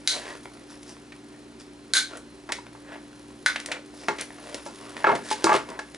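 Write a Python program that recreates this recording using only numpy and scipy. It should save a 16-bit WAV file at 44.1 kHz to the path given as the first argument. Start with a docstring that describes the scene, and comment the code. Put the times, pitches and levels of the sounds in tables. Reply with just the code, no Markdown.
"""Hand cutters snip wires off a circuit board: noise bursts ring the jaws in three hard cuts, one a triple crack.
Between cuts, shaped noise makes the wires rustle and scrape, and small ringing bursts make parts tick.
At the end the board is turned over and clatters on the bench: runs of knocks ring its many resonances.
A fan hums throughout, made of wavering tones over soft noise. A small room adds fading noise tails,
and a limiter flattens the loud blows."""
import sys
import numpy as np
from scipy import signal
from scipy.fft import rfft, irfft, next_fast_len
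from scipy.io import wavfile
from scipy.ndimage import uniform_filter1d, minimum_filter1d, map_coordinates

SR = 44100
rng = np.random.default_rng(int(sys.argv[2]) if len(sys.argv) > 2 else 0)


def file_out(sig):
    """Save sig as 16-bit WAV at sys.argv[1]."""
    # one column per channel
    cols = np.atleast_2d(sig).T
    # limit, then scale
    lim = np.clip(cols, -1, 1)
    pcm = np.round(lim * 32767).astype(np.int16)
    wavfile.write(sys.argv[1], SR, pcm)


N = 263277
TIME = np.arange(N) / SR  # seconds
TOP_HZ = 11260  # highest frequency kept [Hz]

# Fan tones: (pitch [Hz], average level [dB])
FAN_TONES = [(59.2, -64.5), (118.6, -63.5), (247.6, -89), (292.8, -50.5), (335, -65), (360, -92),
             (387.4, -61), (410, -70.5), (535, -66), (4150, -71.5)]
# Tone balance of the fan's rush of air: (frequency [Hz], relative level [dB per Hz])
AIR_SPECTRUM = [(25, -17), (50, -2), (95, -13), (150, 1), (195, -0.5), (235, 10), (275, 0), (370, 7),
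                (490, -6), (560, -5), (800, -6.5), (2000, -12), (4500, -16.5), (11000, -24.5)]
# Fan direction: (frequency [Hz], lead of left over right [rad], negative = right leads)
FAN_LEAD = [(60, -0.28), (130, -0.022), (300, -0.28), (1200, -1.2), (5000, -0.77), (10000, -0.71)]

# How briskly the cable bundle shifts in the hand: (time [s], base level [dB])
HANDLING = [(0.0, -57.5), (0.23, -59.5), (0.35, -56.5), (0.53, -61), (1.18, -68), (3.39, -64), (3.57, -58),
            (3.77, -70), (4.01, -61), (4.12, -59), (5.12, -55.5), (5.47, -63), (5.64, -61), (5.97, -61)]
RUSTLE_DB, RUB_DB, RUB_SWING_DB = 2.5, 4, 0.5  # rustle and light rubbing, added to the handling level
STRAY_DB, STRAY_SPREAD_DB = 12, 3  # stray wire ends, added to the handling level
# Tone balance of rustling insulation: (frequency [Hz], relative level [dB per Hz])
RUSTLE_SPECTRUM = [(60, -40), (400, -13), (1000, -3), (2500, -9), (5000, -5), (8000, -9.5), (11000, -3.5)]
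# A wire drags over the board:
# (middle time [s], length [s], level [dB], treble boost [dB], most excited frequency [Hz])
SCRAPES = [(0.159, 0.074, -37, 16, 656), (0.28, 0.14, -40, 7, 1770), (.712, 0.056, -50.5, 15, 5500),
           (0.9, 0.063, -48, 19, 5500), (1.338, 0.075, -54.5, -6, 1900), (1.609, 0.026, -47, 17, 5100),
           (2.141, 0.083, -43, 4.5, 1340), (2.921, 0.11, -44, -3, 1750), (3.731, 0.1, -40, -14, 564),
           (4.016, 0.12, -50.5, 17.5, 5200), (4.506, 0.23, -45, 9, 600), (4.862, 0.2, -47, 4, 1220),
           (5.006, 0.081, -42.5, 5, 1770), (5.29, 0.097, -40, 17.5, 1720), (5.437, 0.12, -40, 8, 900),
           (5.727, 0.12, -42.5, -20, 1000)]
# Tone balance of dragging wire: (frequency [Hz], relative level [dB per Hz])
DRAG_SPECTRUM = [(60, -36), (250, 5.5), (500, 10), (1000, 8.5), (1800, 4.5), (2800, 1), (5500, -10.5),
                 (11000, -18)]

# The jaws bite through, strand after strand:
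# (time [s], level [dB], bass boost [dB], treble boost [dB], time for the chatter to drop 60 dB [s])
SNIPS = [(0.0752, -9, 2, 2.5, 0.011), (1.936, -7.5, 14.5, 9.5, 0.009), (1.951, -13.5, 3, 0, 0.073),
         (1.968, -16, 7, 4.5, 0.061), (3.4611, -12.5, 4, -9.5, 0.024)]
# Ringing of the steel jaws: (average pitch [Hz], width [Hz], average strength [dB])
JAW_MODES = [(1530, 154, 9), (1670, 260, 0.5), (2153, 500, 0), (3730, 1050, 1.5), (3960, 180, 4),
             (4700, 510, -10), (6400, 1050, -4)]
# Tone balance of the jaws' crack: (frequency [Hz], relative level [dB per Hz])
JAW_SPECTRUM = [(60, -59), (300, -21), (800, -13.5), (1300, -2), (3000, -10.5), (5000, -3.5), (8000, -7),
                (11000, -4.5)]

# A plug or the tool taps the board:
# (time [s], level [dB], bass boost [dB], treble boost [dB], time for the chatter to drop 60 dB [s])
TICKS = [(0.8297, -45, -8, 17, .012), (1.12, -41, -13, -7, 0.052), (2.17, -42, -24, 52, 0.032),
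         (2.5203, -22, -10, 2.5, 0.028), (3.5588, -23, -21, -11.5, 0.03), (3.6001, -32.5, -5, 4, .016),
         (3.6598, -30, -6, 13.5, 0.01), (3.716, -22.5, -14, -5, 0.038), (4.035, -38, 13, -7, 0.028),
         (4.2115, -29, 7, 32, 0.003), (4.5442, -28.5, 12, 10.5, 0.02), (4.967, -32.5, -2, -9, 0.011),
         (5.1506, -24, 15.5, 1.5, 0.053), (5.687, -39.5, 3, 0, 0.023), (5.7007, -37.5, 26, 20, 0.0081),
         (5.945, -38, 3, 6, 0.017)]
# Tone balance of a tap: (frequency [Hz], relative level [dB per Hz])
TAP_SPECTRUM = [(60, -24), (250, 5.5), (550, 8.5), (1100, 0), (1800, 7.5), (2700, 4), (3700, 2), (6000, -3),
                (11000, -9)]
# Loose plugs jostle in a quick run of taps:
# (start time [s], run length [s], first level [dB], bass boost [dB], treble boost [dB])
JOSTLES = [(4.183, .043, -32, -1.5, -3.5), (5.303, .03, -27.5, -18, 6.5), (5.527, .04, -25, -0.5, 0.5)]
JOSTLE_STEP_S, JOSTLE_T60_S = 0.011, 0.066  # gap between taps; time for each chatter to drop 60 dB
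JOSTLE_CHANGE_DB = -0.14  # level change from tap to tap

# The board hits the bench once: (time [s], level [dB], bass boost [dB], treble boost [dB],
# time for the chatter to drop 60 dB [s], most excited frequency [Hz])
KNOCKS = [(2.4891, -28, 1.5, 2, 0.08, 1920), (2.586, -37.5, 3, 2, 0.013, 980),
          (2.75, -41.5, 5, -9.5, 0.013, 1130), (2.955, -37.5, 10, -12, .033, 583),
          (4.0834, -15.5, -0.5, 3.5, 0.028, 1910), (4.661, -30.5, 10, 16.5, 0.16, 570),
          (5.312, -19, 7.5, 15, .015, 854), (5.4419, -9, 10.5, 20, 0.025, 337),
          (5.79, -27, -5, 9.5, 0.03, 1720)]
# The board lands and rocks from edge to edge: (start time [s], first level [dB], loss per contact [dB],
# first bass boost [dB], first treble boost [dB], most excited frequency at first contact [Hz], at last [Hz])
CLATTERS = [(5.042, -5.5, 3.5, -6, -13, 1710, 700), (5.467, -10.5, 0.83, -8, -16, 1140, 1210)]
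ROCK_STEP_S, ROCK_T60_S = 0.0245, 0.073  # gap between contacts; time for each chatter to drop 60 dB
ROCK_BASS_DB, ROCK_TREBLE_DB = 4.5, 1.5  # extra bass and treble boost with each contact
# Ringing of the board: (pitch [Hz], width [Hz], strength [dB])
BOARD_MODES = [(346, 33, 1.5), (405, 29, 6), (518, 39, 3), (640, 100, 1), (863, 51, 10), (927, 200, 5.5),
               (1136, 89, 0.5), (1377, 125, 1.5), (1632, 156, 0), (2147, 150, -2.5), (2600, 120, -7),
               (3150, 120, -31)]
# Tone balance of the board's thud: (frequency [Hz], relative level [dB per Hz])
BOARD_SPECTRUM = [(30, -52), (70, -19.5), (200, -5), (400, -1), (1200, -1.5), (2200, -11), (4000, -15),
                  (7000, -22), (11000, -32)]

# How long the room rings: (frequency [Hz], time to drop 60 dB [s])
ROOM = [(150, 0.37), (800, 0.21), (2000, 0.27), (5000, 0.26), (11000, 0.22)]
# How alike left and right are in spread-out sound: (frequency [Hz], likeness [0 to 1])
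ALIKE = [(60, 1), (350, 0.88), (1200, 1), (3000, 0.64), (10000, 0.88)]
# Bench direction: (frequency [Hz], lead of left over right [rad], negative = right leads)
BENCH_LEAD = [(60, -0.62), (300, -0.71), (1200, -0.93), (2500, -0.64), (4500, -0.51), (7000, -0.74),
              (11000, -0.47)]


def amp(db):
    """Turn decibels into a plain multiplier."""
    return 10 ** (np.asarray(db) / 20)


def unit(x):
    """Scale to an average (rms) strength of 1."""
    return x / np.sqrt(np.mean(x ** 2) + 1e-20)


def along(points, hz):
    """Read a value between (frequency, value) points, spacing pitch as the ear does."""
    f, v = np.transpose(points)
    return np.interp(np.log(hz + 1), np.log(f + 1), v)


def along_db(points, hz):
    """Read a decibel curve as a plain multiplier."""
    return amp(along(points, hz))


def wobble(rate):
    """A smooth random curve with this many fresh random points a second."""
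    points = rng.standard_normal(int(N * rate / SR) + 4)
    return map_coordinates(points, [TIME * rate])


def filtered(x, response):
    """Change the strength and timing of each frequency of x."""
    n = x.shape[-1]
    padded = next_fast_len(n + 8192, True)
    spectrum = rfft(x, padded) * response(np.fft.rfftfreq(padded, 1 / SR))
    return irfft(spectrum, padded)[..., :n]


def causal(gain):
    """A filter with this gain that acts as early as it can, so nothing sounds before the blow."""
    cepstrum = irfft(np.log(np.maximum(gain, 1e-6)))
    half = len(cepstrum) // 2
    cepstrum[1:half] *= 2
    cepstrum[half + 1:] = 0
    return np.exp(rfft(cepstrum))


def shelves(hz, bass_db, treble_db, bass_hz=600, treble_hz=3800):
    """Heavy contacts add bass and hard ones add treble; frequencies above TOP_HZ are cut off."""
    bass = bass_db / (1 + (hz / bass_hz) ** 4)
    treble = treble_db / (1 + (treble_hz / (hz + 1)) ** 4)
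    return amp(bass + treble) / (1 + (hz / TOP_HZ) ** 60)


def favoured(hz, centre_hz, boost_db=6, octaves=0.15):
    """The place of contact favours one part of the board's range."""
    return amp(boost_db * np.exp(-(np.log2((hz + 1) / centre_hz) / octaves) ** 2))


def resonant(hz, spectrum, modes):
    """A solid body boosts its own ringing pitches above a broad tone balance."""
    peaks = 0
    for f, width, db in modes:
        off_pitch = (hz * hz - f * f) / ((hz + 1) * width)
        peaks = peaks + 2 * amp(db) ** 2 / (1 + off_pitch ** 2) ** 2
    return np.sqrt(along_db(spectrum, hz) ** 2 + peaks)


def diffuse(pair):
    """Mix two unrelated sounds so left and right become partly alike, as at two close microphones."""
    def mix(hz):
        turn = np.arccos(np.clip(along(ALIKE, hz), 0, 1)) / 2
        return np.array([np.cos(turn), np.sin(turn)])

    mid, side = filtered(pair, mix)
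    return np.array([mid + side, mid - side])


def placed(x, lead):
    """Sound from one side reaches that side's microphone first."""
    return filtered(x, lambda hz: np.exp(.5j * np.outer([1, -1], along(lead, hz))))


def in_room(x, wet_db, build=0.00054):
    """Walls add a tail of noise that builds quickly [s], each frequency dying at its own speed."""
    hz, t, noise = signal.stft(rng.standard_normal((2, SR // 3)), SR, nperseg=256)
    fading = noise * amp(-60 * t / along(ROOM, hz)[:, None])
    tail = signal.istft(fading, SR, nperseg=256)[1]
    tail = diffuse(tail * (1 - np.exp(-TIME[:tail.shape[1]] / build)))
    tail = tail / np.linalg.norm(tail[0])
    echo = signal.fftconvolve(x[None], tail, axes=1)[:, :len(x)]
    return x + amp(wet_db) * echo


def grains(rate, spread_db):
    """Many small slips of uneven size make noise whose strength flickers."""
    return unit(rng.standard_normal(N) * amp(spread_db * wobble(rate)))


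def blow(s, db, bass_db, treble_db, t60, body, rise, wet_db):
    """One contact: a brief dying chatter rings the body, then the room."""
    size = 2 ** 14
    t, hz = TIME[:size], np.fft.rfftfreq(size, 1 / SR)
    # Tiny slips and rebounds, about one a millisecond
    knots = t[::48]
    crunch = amp(3.06 * np.interp(t, knots, rng.standard_normal(len(knots))))
    envelope = amp(-60 * t / t60) * (1 - np.exp(-t / rise))
    chatter = rfft(rng.standard_normal(size) * crunch * envelope)
    # A snap excites all frequencies fairly evenly, so partly level out the chatter
    power = np.abs(chatter) ** 2
    evened = np.sqrt(power + .5 * power.mean())
    gain = body(hz) * shelves(hz, bass_db, treble_db) / evened
    hit = irfft(chatter * causal(gain / gain.max()))
    # The level counts the direct hit's energy as if spread over 5 ms
    hit *= amp(db) * np.sqrt(SR / 200) / np.linalg.norm(hit)
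    return np.pad(in_room(hit, wet_db), ((0, 0), (round(s * SR), N)))[:, :N]


def fan(air_db=-50, waver_db=2.0, drift=0.67):
    """The motor and blades make slightly unsteady tones over a soft rush of air."""
    noise = diffuse(rng.standard_normal((2, N)))
    air = unit(filtered(noise, lambda hz: along_db(AIR_SPECTRUM, hz) * shelves(hz, 0, 0)))
    hum = 0
    for hz, db in FAN_TONES:
        # Phase drift in radians; higher tones wander further
        wander = drift * hz / FAN_TONES[3][0] * wobble(rate=4.5)
        level = amp(db + waver_db * wobble(rate=6.3))
        hum += level * np.sqrt(2) * np.sin(2 * np.pi * hz * TIME + wander)
    return amp(air_db) * air + hum


def handling_db(s):
    """How briskly the bundle is being moved at time s."""
    return np.interp(s, *np.transpose(HANDLING))


def handling():
    """Insulation rustles in the hand and rubs lightly on the board as the bundle moves."""
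    rustle = filtered(grains(rate=250, spread_db=5.5),
                      lambda hz: along_db(RUSTLE_SPECTRUM, hz) * shelves(hz, 0, 0))
    rub = filtered(grains(rate=300, spread_db=10),
                   lambda hz: along_db(DRAG_SPECTRUM, hz) * shelves(hz, 0, 0))
    rub_gain = amp(RUB_DB + RUB_SWING_DB * wobble(rate=12))
    return amp(handling_db(TIME)) * (amp(RUSTLE_DB) * unit(rustle) + rub_gain * unit(rub))


def scrapes():
    """A wire drags in short strokes: many small slips swell and fade smoothly."""
    out = np.zeros(N)
    slips = grains(rate=500, spread_db=4.0)
    for s, length, db, treble_db, centre_hz in SCRAPES:
        def colour(hz):
            place = favoured(hz, centre_hz, boost_db=6.5, octaves=0.21)
            return along_db(DRAG_SPECTRUM, hz) * shelves(hz, 0, treble_db) * place

        near = np.abs(TIME - s) < 2 * length
        stroke = np.exp(-(2 * (TIME[near] - s) / length) ** 2)
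        out[near] += amp(db) * stroke * unit(filtered(slips[near], colour))
    return out


def wires():
    """Rustling, rubbing and scraping wires are heard directly and through the room."""
    return in_room(handling() + scrapes(), wet_db=-4.5)


def small_part(order=4, lowest_hz=1400, width_hz=140, ring_db=1):
    """A loose part rings at a few random pitches, each as strong as the tap's tone balance allows."""
    pitches = lowest_hz * 2 ** (2.5 * rng.random(order))  # up to 2.5 octaves above the lowest
    modes = [(hz, width_hz, ring_db + along(TAP_SPECTRUM, hz)) for hz in pitches]
    return lambda hz: resonant(hz, TAP_SPECTRUM, modes)


def tap(s, db, bass_db, treble_db, t60):
    """A small light part taps and rings briefly."""
    return blow(s, db, bass_db, treble_db, t60, small_part(), rise=0.0015, wet_db=-5.0)


def wire_ends(count=8):
    """Stray wire ends tick faintly at random moments, harder when the bundle moves more."""
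    times = (np.arange(count) + rng.random(count)) * TIME[-1] / count
    levels = handling_db(times) + STRAY_DB + STRAY_SPREAD_DB * rng.standard_normal(count)
    return sum(tap(s, db, bass_db=-1, treble_db=-8.5, t60=0.013) for s, db in zip(times, levels))


def varied(modes, spread_db=3.5, detune=0.022):
    """Each crack rings the jaws at slightly different random pitches and strengths."""
    chance = rng.standard_normal((len(modes), 2))
    return [(hz * (1 + detune * a), width, db + spread_db * b)
            for (hz, width, db), (a, b) in zip(modes, chance)]


def snips():
    """The wire gives way and the steel jaws snap shut and ring."""
    def jaws(hz):
        return resonant(hz, JAW_SPECTRUM, varied(JAW_MODES))

    return sum(blow(*row, jaws, rise=0.000063, wet_db=-1) for row in SNIPS)


def ticks():
    """A plug or the tool makes single taps on the board."""
    return sum(tap(*row) for row in TICKS)


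def knock(s, db, bass_db, treble_db, t60, centre_hz):
    """The board rings with a different balance depending on where it is struck."""
    def body(hz):
        return resonant(hz, BOARD_SPECTRUM, BOARD_MODES) * favoured(hz, centre_hz, boost_db=8.0)

    return blow(s, db, bass_db, treble_db, t60, body, rise=0.0015, wet_db=-4.0)


def knocks():
    """The board hits the bench in single knocks."""
    return sum(knock(*row) for row in KNOCKS)


def jostles():
    """Loose plugs bump one another in quick, evenly spaced taps."""
    out = 0
    for s, length, db, bass_db, treble_db in JOSTLES:
        for k, delay in enumerate(np.arange(0, length, JOSTLE_STEP_S)):
            out += tap(s + delay, db + k * JOSTLE_CHANGE_DB, bass_db, treble_db, JOSTLE_T60_S)
    return out


def clatters(count=4):
    """The board lands and rocks through a few evenly spaced contacts, each one weaker."""
    out = 0
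    for s, db, loss_db, bass_db, treble_db, first_hz, last_hz in CLATTERS:
        for k, centre_hz in enumerate(np.geomspace(first_hz, last_hz, count)):
            bass, treble = bass_db + k * ROCK_BASS_DB, treble_db + k * ROCK_TREBLE_DB
            out += knock(s + k * ROCK_STEP_S, db - k * loss_db, bass, treble, ROCK_T60_S, centre_hz)
    return out


def scene():
    """The work on the bench and the fan, each from its own direction."""
    bench = wires() + wire_ends() + snips() + ticks() + knocks() + jostles() + clatters()
    balance = amp([[.2], [-.2]])  # left a touch louder, right a touch softer
    return placed(bench, BENCH_LEAD) * balance + placed(fan(), FAN_LEAD)


def record(dry, ceiling_db=-9, recovery_db_per_s=190):
    """A limiter quickly turns down loud peaks and recovers steadily; a filter ends the treble."""
    peak = np.sqrt(2 * np.abs(uniform_filter1d(np.mean(dry ** 2, axis=0), size=64)))
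    over_db = np.maximum(20 * np.log10(peak + 1e-9) - ceiling_db, 0)
    # Hold the greatest reduction, letting it shrink at a steady rate
    recovery_db = recovery_db_per_s * TIME
    duck_db = np.maximum.accumulate(over_db + recovery_db) - recovery_db
    gain = uniform_filter1d(minimum_filter1d(amp(-duck_db), size=12), size=24)
    return filtered(dry * gain, lambda hz: 1 / (1 + (hz / TOP_HZ) ** 120))


dry = scene()
out = record(dry)
file_out(out)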